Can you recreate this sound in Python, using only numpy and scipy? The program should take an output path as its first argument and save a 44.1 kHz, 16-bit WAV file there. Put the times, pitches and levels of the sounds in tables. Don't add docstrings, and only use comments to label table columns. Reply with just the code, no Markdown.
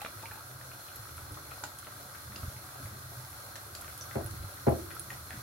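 import sys
import numpy as np
from scipy import signal
from scipy.fft import rfft, irfft, next_fast_len
from scipy.io import wavfile
from scipy.ndimage import uniform_filter1d, map_coordinates

SR = 44100
rng = np.random.default_rng(int(sys.argv[2]) if len(sys.argv) > 2 else 0)


def makeup_ratio(level_db):
    decades = np.asarray(level_db, float) / 20
    return 10 ** decades


def transcribe(u):
    v = np.clip(np.atleast_2d(u).T, -1, 1)
    q = np.round(v * 32767).astype(np.int16)
    wavfile.write(sys.argv[1], SR, q)


N = 239354

# [f/Hz, likeness from -1 to 1]
PORT_LIKENESS = [(60, 0.76), (130, 0.58), (290, 0.67), (640, 0.66), (1410, -0.046), (3100, 0.0099),
                 (15000, -0.087)]
# [t/s, level/dB]
BOIL_LEVEL = [(0, -53), (.35, -54), (.8, -56), (1.3, -53.5), (1.8, -54.5), (2.3, -53.5), (2.55, -55),
              (2.85, -54), (3.6, -55), (4.15, -51.5), (4.55, -54), (5.43, -54)]


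def unit(x):
    return x / np.sqrt(np.mean(x ** 2) + 1e-20)


def along(points, hz):
    f, v = np.transpose(points)
    return np.interp(np.log(hz + 1), np.log(f + 1), v)


def curve(rows):
    return np.interp(np.arange(N) / SR, *np.transpose(rows))


def wobble(rate):
    knots = rng.standard_normal(int(N * rate / SR) + 4)
    return map_coordinates(knots, [np.arange(N) * rate / SR])


def filtered(x, response):
    m = next_fast_len(N + SR // 2)
    return irfft(rfft(x, m) * response(np.fft.rfftfreq(m, 1 / SR)), m)[..., :N]


def port_angle(hz):
    return np.arccos(np.clip(along(PORT_LIKENESS, hz), -1, 1))


def spread(pair, gain):
    def mid_side(hz):
        half = port_angle(hz) / 2
        return gain(hz) * [np.cos(half), np.sin(half)]
    mid, side = filtered(pair, mid_side)
    return unit(np.array([mid + side, mid - side]))


def patchy(depth_db):
    z = signal.stft(rng.standard_normal((2, N + 512)), nperseg=512)[2]
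    field = uniform_filter1d(rng.standard_normal(z.shape[1:]), size=8, axis=0)
    field = uniform_filter1d(field, size=10, axis=1)
    return signal.istft(z * makeup_ratio(depth_db * unit(field)), nperseg=512)[1][:, :N]


def rings(s, db, hz, t60, rise, size):
    t = np.arange(size) / SR
    s, db, hz, t60 = (np.asarray(v)[:, None] for v in (s, db, hz, t60))
    chirp = np.sin(2 * np.pi * hz * t * (1 + rise * np.minimum(t / t60, 1)))
    wave = makeup_ratio(db - 60 * t / t60) * chirp
    wave = wave * np.minimum(1, 4 * (1 - np.arange(size) / size))
    at = np.round(s * SR).astype(int) + np.arange(size)
    return np.bincount(at.ravel(), wave.ravel(), N + size)[:N]


def grains(count, hz, octaves, cycles, scatter_db, size):
    u = rng.random((2, count, 2))
    pitch = np.clip(hz * 2 ** (octaves * rng.standard_normal((2, count))), 100, 16000)
    times = u[..., 0] * N / SR
    level_db = -scatter_db * np.log(u[..., 1] + 0.018)
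    return unit(np.array([rings(times[k], level_db[k], pitch[k], cycles / pitch[k], 0.055, size=size)
                          for k in (0, 1)]))


def pops(events, t60, gain_db, noisy_db, width, snap_db):
    out, t = np.zeros((2, N + 4096)), np.arange(4096) / SR
    f = np.fft.rfftfreq(4096, 1 / SR)
    for s, db, hz, pan_db in events:
        band = 1 / (1 + ((f - hz) / (width * hz)) ** 4)
        splash = unit(irfft(rfft(rng.standard_normal((2, 4096))) * band)) * makeup_ratio(noisy_db - 40 * t / t60)
        ring = np.sin(2 * np.pi * hz * t * (1 + 3 * t)) * makeup_ratio(-60 * t / t60)
        snap = unit(irfft(rfft(rng.standard_normal(4096)) * np.sqrt(band)))
        snap = snap * makeup_ratio(snap_db - 60 * t / 0.00086)
        burst = (ring + splash + snap) * (1 - np.exp(-t / 0.00028))
        sides = makeup_ratio([[pan_db / 2], [-pan_db / 2]])
        out[:, round(s * SR):][:, :4096] += makeup_ratio(db + gain_db) * burst * sides
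    return out[:, :N]


def walls(x, level_db):
    # [f/Hz, T60/s]
    wall_decay = [(100, 0.15), (400, 0.43), (800, 0.092), (4000, 0.3), (12000, 0.066)]
    out, step = np.zeros((2, N + 2 * SR)), SR // 3
    for start in range(0, N, step):
        if not x[start:start + step].any():
            continue
        hz, t, z = signal.stft(rng.standard_normal((2, SR // 3)), SR, nperseg=256)
        half = port_angle(hz)[:, None] / 2
        z = z[0] * np.cos(half) + z[1] * np.sin(half) * np.array([1, -1])[:, None, None]
        decay = makeup_ratio(-60 * t / along(wall_decay, hz)[:, None])
        tail = signal.istft(z * decay, SR, nperseg=256)[1]
        wet = signal.fftconvolve(x[None, start:start + step], tail / np.linalg.norm(tail[0]), axes=1)
        out[:, start + 200:start + 200 + wet.shape[1]] += wet
    return makeup_ratio(level_db) * out[:, :N]


def flame():
    # [f/Hz, level/dB per Hz]
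    hiss_spectrum = [(1000, -35), (1700, -6), (1960, -2.5), (2870, -9.5), (3490, -5), (3830, -5),
                     (4200, -1), (4920, -5), (5400, -2.5), (8220, -6.5), (9820, 0), (11900, 1), (15200, -7),
                     (15800, -1)]
    level_db, rise_db_per_s, follows_boil = -48.5, 0.3266, 0.046
    crackle = makeup_ratio(-10.0) * grains(count=5000, hz=7500, octaves=0.55, cycles=1.8, scatter_db=5.0, size=48)
    jets = patchy(depth_db=.7)
    hiss = spread(jets + crackle, lambda hz: makeup_ratio(along(hiss_spectrum, hz)))
    boil_db = curve(BOIL_LEVEL)
    heat_db = level_db + rise_db_per_s * np.arange(N) / SR + follows_boil * (boil_db - boil_db.mean())
    return makeup_ratio(heat_db + 0.55 * wobble(14)) * hiss


def simmer():
    # [f/Hz, level/dB per Hz]
    broth_spectrum = [(250, -47), (420, -45), (462, -11.5), (496, -8), (576, -5), (702, -9), (763, -10.5),
                      (786, -13.5), (1320, 0), (1655, -3), (1710, -20.5), (2280, -63), (3850, -120)]
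    bubbles = makeup_ratio(-15.0) * grains(count=900, hz=1116, octaves=0.498, cycles=16.0, scatter_db=1.5, size=600)
    wash = spread(patchy(depth_db=0.07) + bubbles, lambda hz: makeup_ratio(along(broth_spectrum, hz)))
    return makeup_ratio(curve(BOIL_LEVEL) + 2.0 + 0.85 * wobble(12)) * wash


def singing():
    # [f/Hz, width/Hz, peak level/dB]
    pot_modes = [(578, 28, -10), (747.5, 23, 0.5), (857, 17, -1), (1320, 15, 2), (1570, 22, -6),
                 (1900, 55, -7), (3523, 86, -9), (4151, 48, -1.5), (4284, 21, -2), (1657, 15, -6)]
    f, t, z = signal.stft(rng.standard_normal((2, N + 4096)), SR, nperseg=4096)
    frame_at = np.minimum((t * SR).astype(int), N - 1)
    lines = 0
    for centre, width, db in pot_modes:
        strength = makeup_ratio(2 * (db + 1.5 * wobble(3.5)[frame_at]))
        pitch = centre * (1 + 0.0056 * wobble(3.5)[frame_at])
        lines = lines + strength / (1 + ((f[:, None] - pitch) / (width / 2)) ** 2) ** 2
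    tones = signal.istft(z * np.sqrt(lines), SR, nperseg=4096)[1][:, :N]
    return makeup_ratio(-59.0) * spread(tones, lambda hz: 1 + 0 * hz)


def rumble():
    # [f/Hz, width/Hz, level/dB]
    room_modes = [(78.3, 10, -3), (102, 11.3, 1), (122, 42, -9), (200.6, 6.4, -5.5)]
    # [t/s, level/dB]
    moving = [(0, -56), (.13, -57.5), (.54, -57.5), (.8, -61.5), (1.03, -59), (1.22, -52.5), (1.78, -58),
              (2.07, -59.5), (2.45, -51), (2.77, -60.5), (2.92, -55), (3.31, -58), (4.17, -55),
              (4.34, -44.5), (4.64, -58), (4.79, -50.5), (5.14, -54.5), (5.31, -55)]
    # [f/Hz, level/dB per Hz]
    shuffle_spectrum = [(100, -34), (170, -11), (199, -6), (253, -2.5), (286, 5), (317, 3), (420, 0),
                        (550, -26), (920, -120)]
    # [t/s, peak level/dB, f/Hz, T60/s]
    steps = [(0.163, -44, 102, 0.75), (0.991, -43, 110, 0.3), (1.314, -36.5, 97, 0.11),
             (2.43, -31.5, 91.3, 0.16), (2.478, -26.5, 97, 0.055), (2.83, -38.5, 108.5, 0.17),
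             (2.851, -32, 108, 0.11), (2.922, -42, 124, 0.4), (4.25, -32, 105.5, 0.15),
             (4.398, -33, 75.4, 0.14), (4.441, -31.5, 96, 0.12), (5.372, -36, 122, 0.16),
             (5.111, -47, 111, 0.087), (5.132, -43, 116, 0.087)]
    # [t/s, peak level/dB, f/Hz, T60/s]
    heels = [
        (2.051, -51, 202, 0.12),
        (2.296, -46, 205, 0.35),
        (2.334, -46, 296, 0.23),
        (2.43, -39, 234, 0.1),
        (2.801, -43, 283, 0.25),
        (2.921, -47.5, 211, 0.21),
        (5.336, -44.5, 210, 0.23),
        (5.338, -40, 299, 0.22),
    ]
    shuffle_db, shuffle_follows = -63, 0.41

    def murmur_gain(f):
        modes = sum((-1) ** k * makeup_ratio(db) * 1j * f * w / (c * c - f * f + 1j * f * w)
                    for k, (c, w, db) in enumerate(room_modes))
        return (makeup_ratio(-18.5) + abs(modes)) / (1 + (f / 170) ** 4)

    moving_db = curve(moving)
    drive = rng.standard_normal((2, N)) * makeup_ratio(1.2 * wobble(4.47))
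    murmur = makeup_ratio(moving_db + 4.0) * spread(drive, murmur_gain)
    scuff = rng.standard_normal((2, N)) * makeup_ratio(1.5 * wobble(18))
    shuffle = spread(scuff, lambda hz: makeup_ratio(along(shuffle_spectrum, hz)))
    shuffle = makeup_ratio(shuffle_db + shuffle_follows * (moving_db - moving_db.mean())) * shuffle
    s, db, hz, t60 = np.transpose(steps + heels)
    thuds = uniform_filter1d(rings(s + 0.0011, db + 2.5, hz, t60, 0, size=9000), size=110)
    return murmur + shuffle + thuds


def boom():
    # [middle t/s, level/dB, half length/s]
    sways = [
        (0.57, -52, 0.17),
        (1.043, -70, 0.1),
        (1.68, -71, 0.097),
        (2.2, -62.5, 0.84),
        (2.85, -63, 0.15),
        (3.06, -47.5, 0.066),
        (3.22, -49, 0.084),
        (3.95, -58, 0.19),
        (4.8, -61, 0.34),
        (5.126, -52, 0.071),
    ]
    rest_db = -64
    t = np.arange(N) / SR
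    swell = makeup_ratio(rest_db) + sum(makeup_ratio(db) * np.exp(-((t - s) / half) ** 2) for s, db, half in sways)
    return swell * unit(filtered(rng.standard_normal(N), lambda f: 1 / (1 + ((f - 126) / 7) ** 2)))


def pings():
    # [t/s, peak level/dB, f/Hz, T60/s]
    clear_rings = [(.009, -40, 2500, 0.017), (.0175, -36.5, 813, 0.078), (0.2337, -40, 900, 0.12),
                   (.2572, -33.5, 2260, 0.015), (0.0488, -19.5, 1836, 0.0018), (.048, -32.5, 600, .008),
                   (0.0609, -27, 1310, 0.011), (0.0616, -44, 1200, .004), (.2335, -34, 1080, 0.0097),
                   (.289, -42, 1360, .012), (.3746, -36, 1150, .007), (.612, -42, 1740, .015),
                   (.8, -43, 1400, .02), (1.055, -41, 1140, .015), (1.092, -43, 1400, .012),
                   (1.6418, -36, 1480, 0.025), (1.878, -41, 1300, 0.014), (.264, -40, 2700, .012),
                   (.312, -35.5, 1660, 0.016), (0.3191, -36, 1590, 0.0052), (1.6372, -34.5, 814, 0.064),
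                   (1.638, -29, 1446, 0.033), (1.6385, -43.5, 603.7, 0.079), (1.656, -44, 1500, 0.026),
                   (3.7504, -34, 4660, 0.0088), (2.358, -42.5, 2700, 0.024), (2.3603, -37, 4770, 0.021),
                   (4.9668, -32, 1300, 0.02), (.917, -44, 1500, .03), (5.1045, -41, 1880, 0.027)]
    return rings(*np.transpose(clear_rings), rise=0.076, size=3000)


def bursts():
    # [t/s, peak level/dB, f/Hz, left-right level/dB]
    big_bubbles = [(.016, -39.5, 880, -5), (.173, -43.5, 1270, 4), (1.18, -42.5, 1350, 5),
                   (1.87, -40, 1280, 3), (.715, -44, 1370, 2.5), (.793, -45.5, 600, 1),
                   (1.055, -41.5, 1240, 4), (1.092, -46, 1320, -5), (1.373, -38.5, 1235, 3),
                   (1.518, -38, 1300, 3), (1.637, -33.5, 920, 6), (1.828, -41.5, 1340, -1),
                   (2.148, -42, 1560, 4), (2.431, -42.5, 1290, -10), (2.689, -43, 1340, -10),
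                   (2.759, -44.5, 1290, 1), (3.556, -43, 1790, 10), (3.822, -44, 1350, -6),
                   (3.846, -45.5, 1170, 12), (3.88, -42, 1450, 5), (4.906, -41.5, 1350, 8),
                   (5.33, -41, 1600, 2), (5.104, -39.5, 1910, -2), (5.306, -44, 1900, 2)]
    return pops(big_bubbles, t60=0.025, gain_db=0.5, noisy_db=-7.5, width=0.76, snap_db=18.0)


def taps():
    # [t/s, peak level/dB, T60/s, brightness/dB per octave]
    touches = [
        (0.0162, -59, 0.04, 0),
        (0.0505, -58, 0.02, 14),
        (.232, -52, 0.065, 4),
        (.317, -43, 0.033, 5),
        (1.6371, -41, 0.071, -12),
        (0.357, -48, 0.03, 4),
        (.374, -44, 0.045, -3),
        (5.115, -51, 0.039, 7),
    ]
    # [f/Hz, level/dB]
    clay_modes = [(538, -19), (868, 1.5), (1430, -1), (2450, -7)]
    s, db, t60, bright_db = np.transpose(touches)
    return sum(rings(s, db + g + bright_db * np.log2(hz / 868), hz + 0 * s, t60 * (868 / hz), 0, size=6000)
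               for hz, g in clay_modes)


def snaps():
    # [t/s, peak level/dB, f/Hz, left-right level/dB]
    broad_snaps = [(.0164, -43, 10000, -2), (.0168, -40.5, 1500, -5), (3.562, -44, 5400, 0),
                   (.2259, -48, 4150, 2), (.7941, -53, 5740, -2), (1.3433, -49.5, 4130, -1),
                   (1.6372, -44, 3000, 4), (1.6385, -40, 5200, -3), (.0615, -41.5, 1400, -3),
                   (2.3605, -43.5, 4500, 1), (3.5563, -45, 4200, -4), (3.7515, -41, 7550, 2),
                   (3.9765, -46, 14000, -3), (.9585, -49, 13000, -3), (1.7865, -44, 12000, -3),
                   (4.261, -44, 12000, -3), (4.3101, -46, 12000, -3), (4.6915, -49, 13000, -1),
                   (4.9945, -42.5, 13000, -2), (3.8105, -44, 13000, -4), (4.0105, -54, 6950, -4),
                   (.0495, -40.5, 1900, -2)]
    return pops(broad_snaps, t60=0.016, gain_db=-6.5, noisy_db=10.5, width=1.0, snap_db=4)


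def spits():
    # [t/s, peak level/dB, f/Hz, left-right level/dB]
    fat_spits = [(.0174, -38, 3800, 3), (.0562, -39, 4060, -7), (.3331, -35, 12600, 3),
                 (.959, -32.5, 11900, -6), (1.1697, -34.5, 9700, 1), (1.3204, -38, 10000, -6),
                 (1.6369, -31.5, 6920, -12.5), (1.6372, -39, 3670, 0), (1.7863, -33, 9900, -6),
                 (2.1455, -41, 10500, -10), (2.8414, -37, 10100, -2.5), (3.3039, -39, 10800, 2),
                 (3.5565, -42, 6600, 0), (3.7509, -39, 4760, 1), (3.8107, -34.5, 10850, -9),
                 (3.9766, -34, 11000, -8), (4.011, -31, 5880, -4), (4.2428, -35, 12200, -11),
                 (4.2614, -31, 10650, -6), (4.3096, -42, 9910, 8), (4.692, -32, 10800, -3),
                 (4.9501, -35, 11420, -6), (4.995, -26.5, 10000, -9), (5.103, -40, 6880, -8)]
    return pops(fat_spits, t60=0.028, gain_db=-11.5, noisy_db=0.5, width=0.12, snap_db=22.5)


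def ticks():
    # [t/s, peak level/dB, f/Hz]
    rim_bubbles = [(0.612, -48, 1900), (.717, -50, 2350), (.884, -46, 2900), (1.512, -46, 2450),
                   (1.6369, -53, 2020), (1.8482, -48, 3080), (2.1535, -44, 1850), (2.322, -48, 1860),
                   (2.5648, -47, 2150), (2.856, -44, 2100), (4.1121, -41, 1940), (4.1557, -40, 2160),
                   (4.574, -46, 1900), (0.196, -46, 1760), (4.675, -44, 2120), (4.9135, -45.5, 1930),
                   (5.103, -37, 2060), (5.3071, -41, 1900), (5.363, -46, 1930)]
    rim_pan_db = 2.5
    events = [(*tick, rim_pan_db) for tick in rim_bubbles]
    return pops(events, t60=0.019, gain_db=-3.0, noisy_db=0.5, width=0.23, snap_db=21)


def plops():
    # [t/s, peak level/dB, f/Hz, left-right level/dB]
    thick_plops = [(0.489, -43.5, 580, 1.0), (0.51, -47, 347, 2.0), (0.696, -53, 585, 1.0),
                   (0.734, -44.5, 625, 5), (1.091, -45.5, 315, 0.5), (1.267, -46, 735, 0.5),
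                   (1.309, -45, 301, 0.0), (1.37, -42, 570, -1), (1.456, -44, 580, 1.5),
                   (1.516, -47, 581, 1.5), (1.578, -46, 880, 6), (1.875, -43, 580, -1),
                   (1.999, -40.5, 700, 9), (2.362, -42, 298, -2), (2.5, -44.5, 576, 1.0),
                   (2.612, -49, 584, -3), (2.756, -40.5, 720, 7), (2.799, -45, 380, 5),
                   (3.118, -42.5, 654, 3), (3.203, -50, 840, 8), (3.24, -49, 880, 10),
                   (3.438, -43, 727, 3.0), (3.469, -49, 840, 5), (3.665, -45, 388, 3.5),
                   (3.793, -46, 746, 4), (3.843, -46, 579, 0), (3.878, -53, 538, 3.0),
                   (4.517, -47, 576, 1.5), (5.119, -43, 740, 0.5)]
    return pops(thick_plops, t60=0.045, gain_db=-5.5, noisy_db=-3.5, width=0.67, snap_db=21)


def worktop_modes(t):
    # [f/Hz, level/dB, T60/s, left-right level/dB]
    plate_modes = [(197, -4, 0.21, -5), (250, -11, 0.32, 0), (335.6, -3, 0.69, -1.5), (409, 0.5, 0.14, -5),
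                   (444, -3, 0.33, 1), (509, -3, 0.19, 3), (566, 2, 0.18, 2), (626, 2, 0.27, 6),
                   (703, 3.5, .18, 8.5), (756, 5, 0.13, 7), (817, -14, .12, 3), (980, 1, 0.12, 3),
                   (1174, -2, .12, 1), (1450, -4, .06, 0)]
    blur = 0.0003
    beat_depth, beat_hz = 0.54, 22
    first_t60_s, lasting_db = 0.048, -9
    modes = []
    for k, (hz, g, t60, pan_db) in enumerate(plate_modes):
        lead = port_angle(hz) * rng.choice([-.75, .75]) * np.array([[1], [-1]])
        wander = blur * np.cumsum(rng.standard_normal(len(t))) / np.sqrt(SR / 100)
        fade = makeup_ratio(-60 * t / first_t60_s) + makeup_ratio(lasting_db - 60 * t / t60)
        phase = 2 * np.pi * hz * (t + wander) + lead * (1 - np.exp(-t / 0.0036))
        wave = makeup_ratio(g) * fade * np.sin(phase)
        beat = np.cos(2 * np.pi * (beat_hz * (.5 + rng.random()) * t + rng.random((2, 1))))
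        wave = wave * (1 + beat_depth * beat)
        sides = makeup_ratio([[pan_db / 2], [-pan_db / 2]])
        modes.append((hz, (-1) ** k * wave * sides * (1 - np.exp(-t / 0.0014))))
    return modes


def rattle(t):
    # [delay/s, level/dB]
    arrivals = [
        (0, 0),
        (.0066, -9),
        (0.014, 5.5),
        (0.031, -16),
        (0.04, -6),
        (.052, -4),
        (.07, -13),
    ]
    out = np.zeros((2, 2 * len(t)))
    for delay, loss_db in arrivals:
        noise = rng.standard_normal((2, len(t)))
        out[:, round(delay * SR):][:, :len(t)] += makeup_ratio(loss_db + 13.5 - 60 * t / 0.098) * noise
    return out


def cupboard(t):
    # [f/Hz, level/dB, T60/s]
    deep_modes = [(78.2, -8.5, 0.28), (123.2, -13.5, 0.23), (160, -34, .06), (118, -2, 0.029)]
    deep = sum((-1) ** (k + 1) * makeup_ratio(g - 60 * t / t60) * np.sin(2 * np.pi * hz * t)
               for k, (hz, g, t60) in enumerate(deep_modes))
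    return deep * (1 - np.exp(-t / 0.0034))


def knocks():
    # [t/s, peak level/dB, contact time/s, cupboard swell/dB]
    blows = [
        (4.1541, -32, 0.0014, 14.5),
        (4.6678, -19.5, 0.0017, 10),
    ]
    # [f/Hz, level/dB]
    landing_spots = [
        (600, 1),
        (420, 0.5),
    ]
    # [delay/s, level/dB]
    landings = [
        (0, 2),
        (.0075, -4.5),
        (.0135, -3),
        (.028, -8.5),
        (.052, -6),
    ]
    strike_late_s, strike_db, strike_hz, strike_t60_s = 0.00182, 2, 682, .03
    deep_late_s = 0.0027
    out, t = np.zeros((2, N + SR)), np.arange(SR // 3) / SR
    modes, loose, deep = worktop_modes(t), rattle(t), cupboard(t)

    def add(s, wave):
        out[:, round(s * SR):][:, :len(t)] += wave

    for (s, db, contact, deep_db), (spot_hz, spot_db) in zip(blows, landing_spots):
        touch = np.arange(200) / SR / contact
        force = touch * np.exp(-5 * touch)
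        force = force[None] / force.sum()
        panel = sum(makeup_ratio(spot_db * np.exp(-(np.log(hz / spot_hz) / 0.13) ** 2)) * wave for hz, wave in modes)
        ring = signal.fftconvolve(panel, force, axes=1)[:, :len(t)]
        shake = signal.fftconvolve(loose, force, axes=1)[:, :len(t)]
        for delay, loss_db in landings:
            add(s + delay, makeup_ratio(db + loss_db) * ring)
        add(s, makeup_ratio(db - 1.5) * shake)
        clack = -makeup_ratio(db + strike_db - 60 * t / strike_t60_s) * np.sin(2 * np.pi * strike_hz * t)
        add(s + strike_late_s, clack * makeup_ratio([[2], [-2]]))
        add(s + deep_late_s, makeup_ratio(db + deep_db) * deep)
    near = filtered(out[:, :N], lambda f: (1j * f / (1j * f + 65)) ** 2 / (1 + 1j * f / 2500) ** 2)
    return near + walls(near.mean(axis=0), level_db=-10.5)


def scene():
    # [f/Hz, left-right level/dB]
    port_tilt = [(60, -12.5), (130, -0.5), (380, 4), (700, 0), (1290, 1.5), (2380, 3.5), (4400, -1),
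                 (15000, -3)]
    steady = flame() + simmer() + singing() + rumble() + boom()
    steady = filtered(steady, lambda hz: makeup_ratio(along(port_tilt, hz) / 2 * [[1], [-1]]))
    clear = pings()
    pot = bursts() + taps() + snaps() + spits() + ticks() + plops()
    room = walls(pot.mean(axis=0) + makeup_ratio(-6) * clear, level_db=-1.5)
    return steady + pot + clear + room + knocks()


def band_limit(x):
    return signal.sosfilt(signal.butter(12, 15830, fs=SR, output="sos"), x)


def record(dry):
    ports_hz, top_hz = 134, 15830
    mid = dry.mean(axis=0)
    side = filtered((dry[0] - dry[1]) / 2, lambda hz: 1 / (1 + (ports_hz / (hz + 1)) ** 4))
    pair = np.array([mid + side, mid - side])
    mix = filtered(pair, lambda hz: (hz < top_hz) * (1j * hz / (1j * hz + 45)) ** 2)
    return band_limit(mix)


dry = scene()
out = record(dry)
transcribe(out)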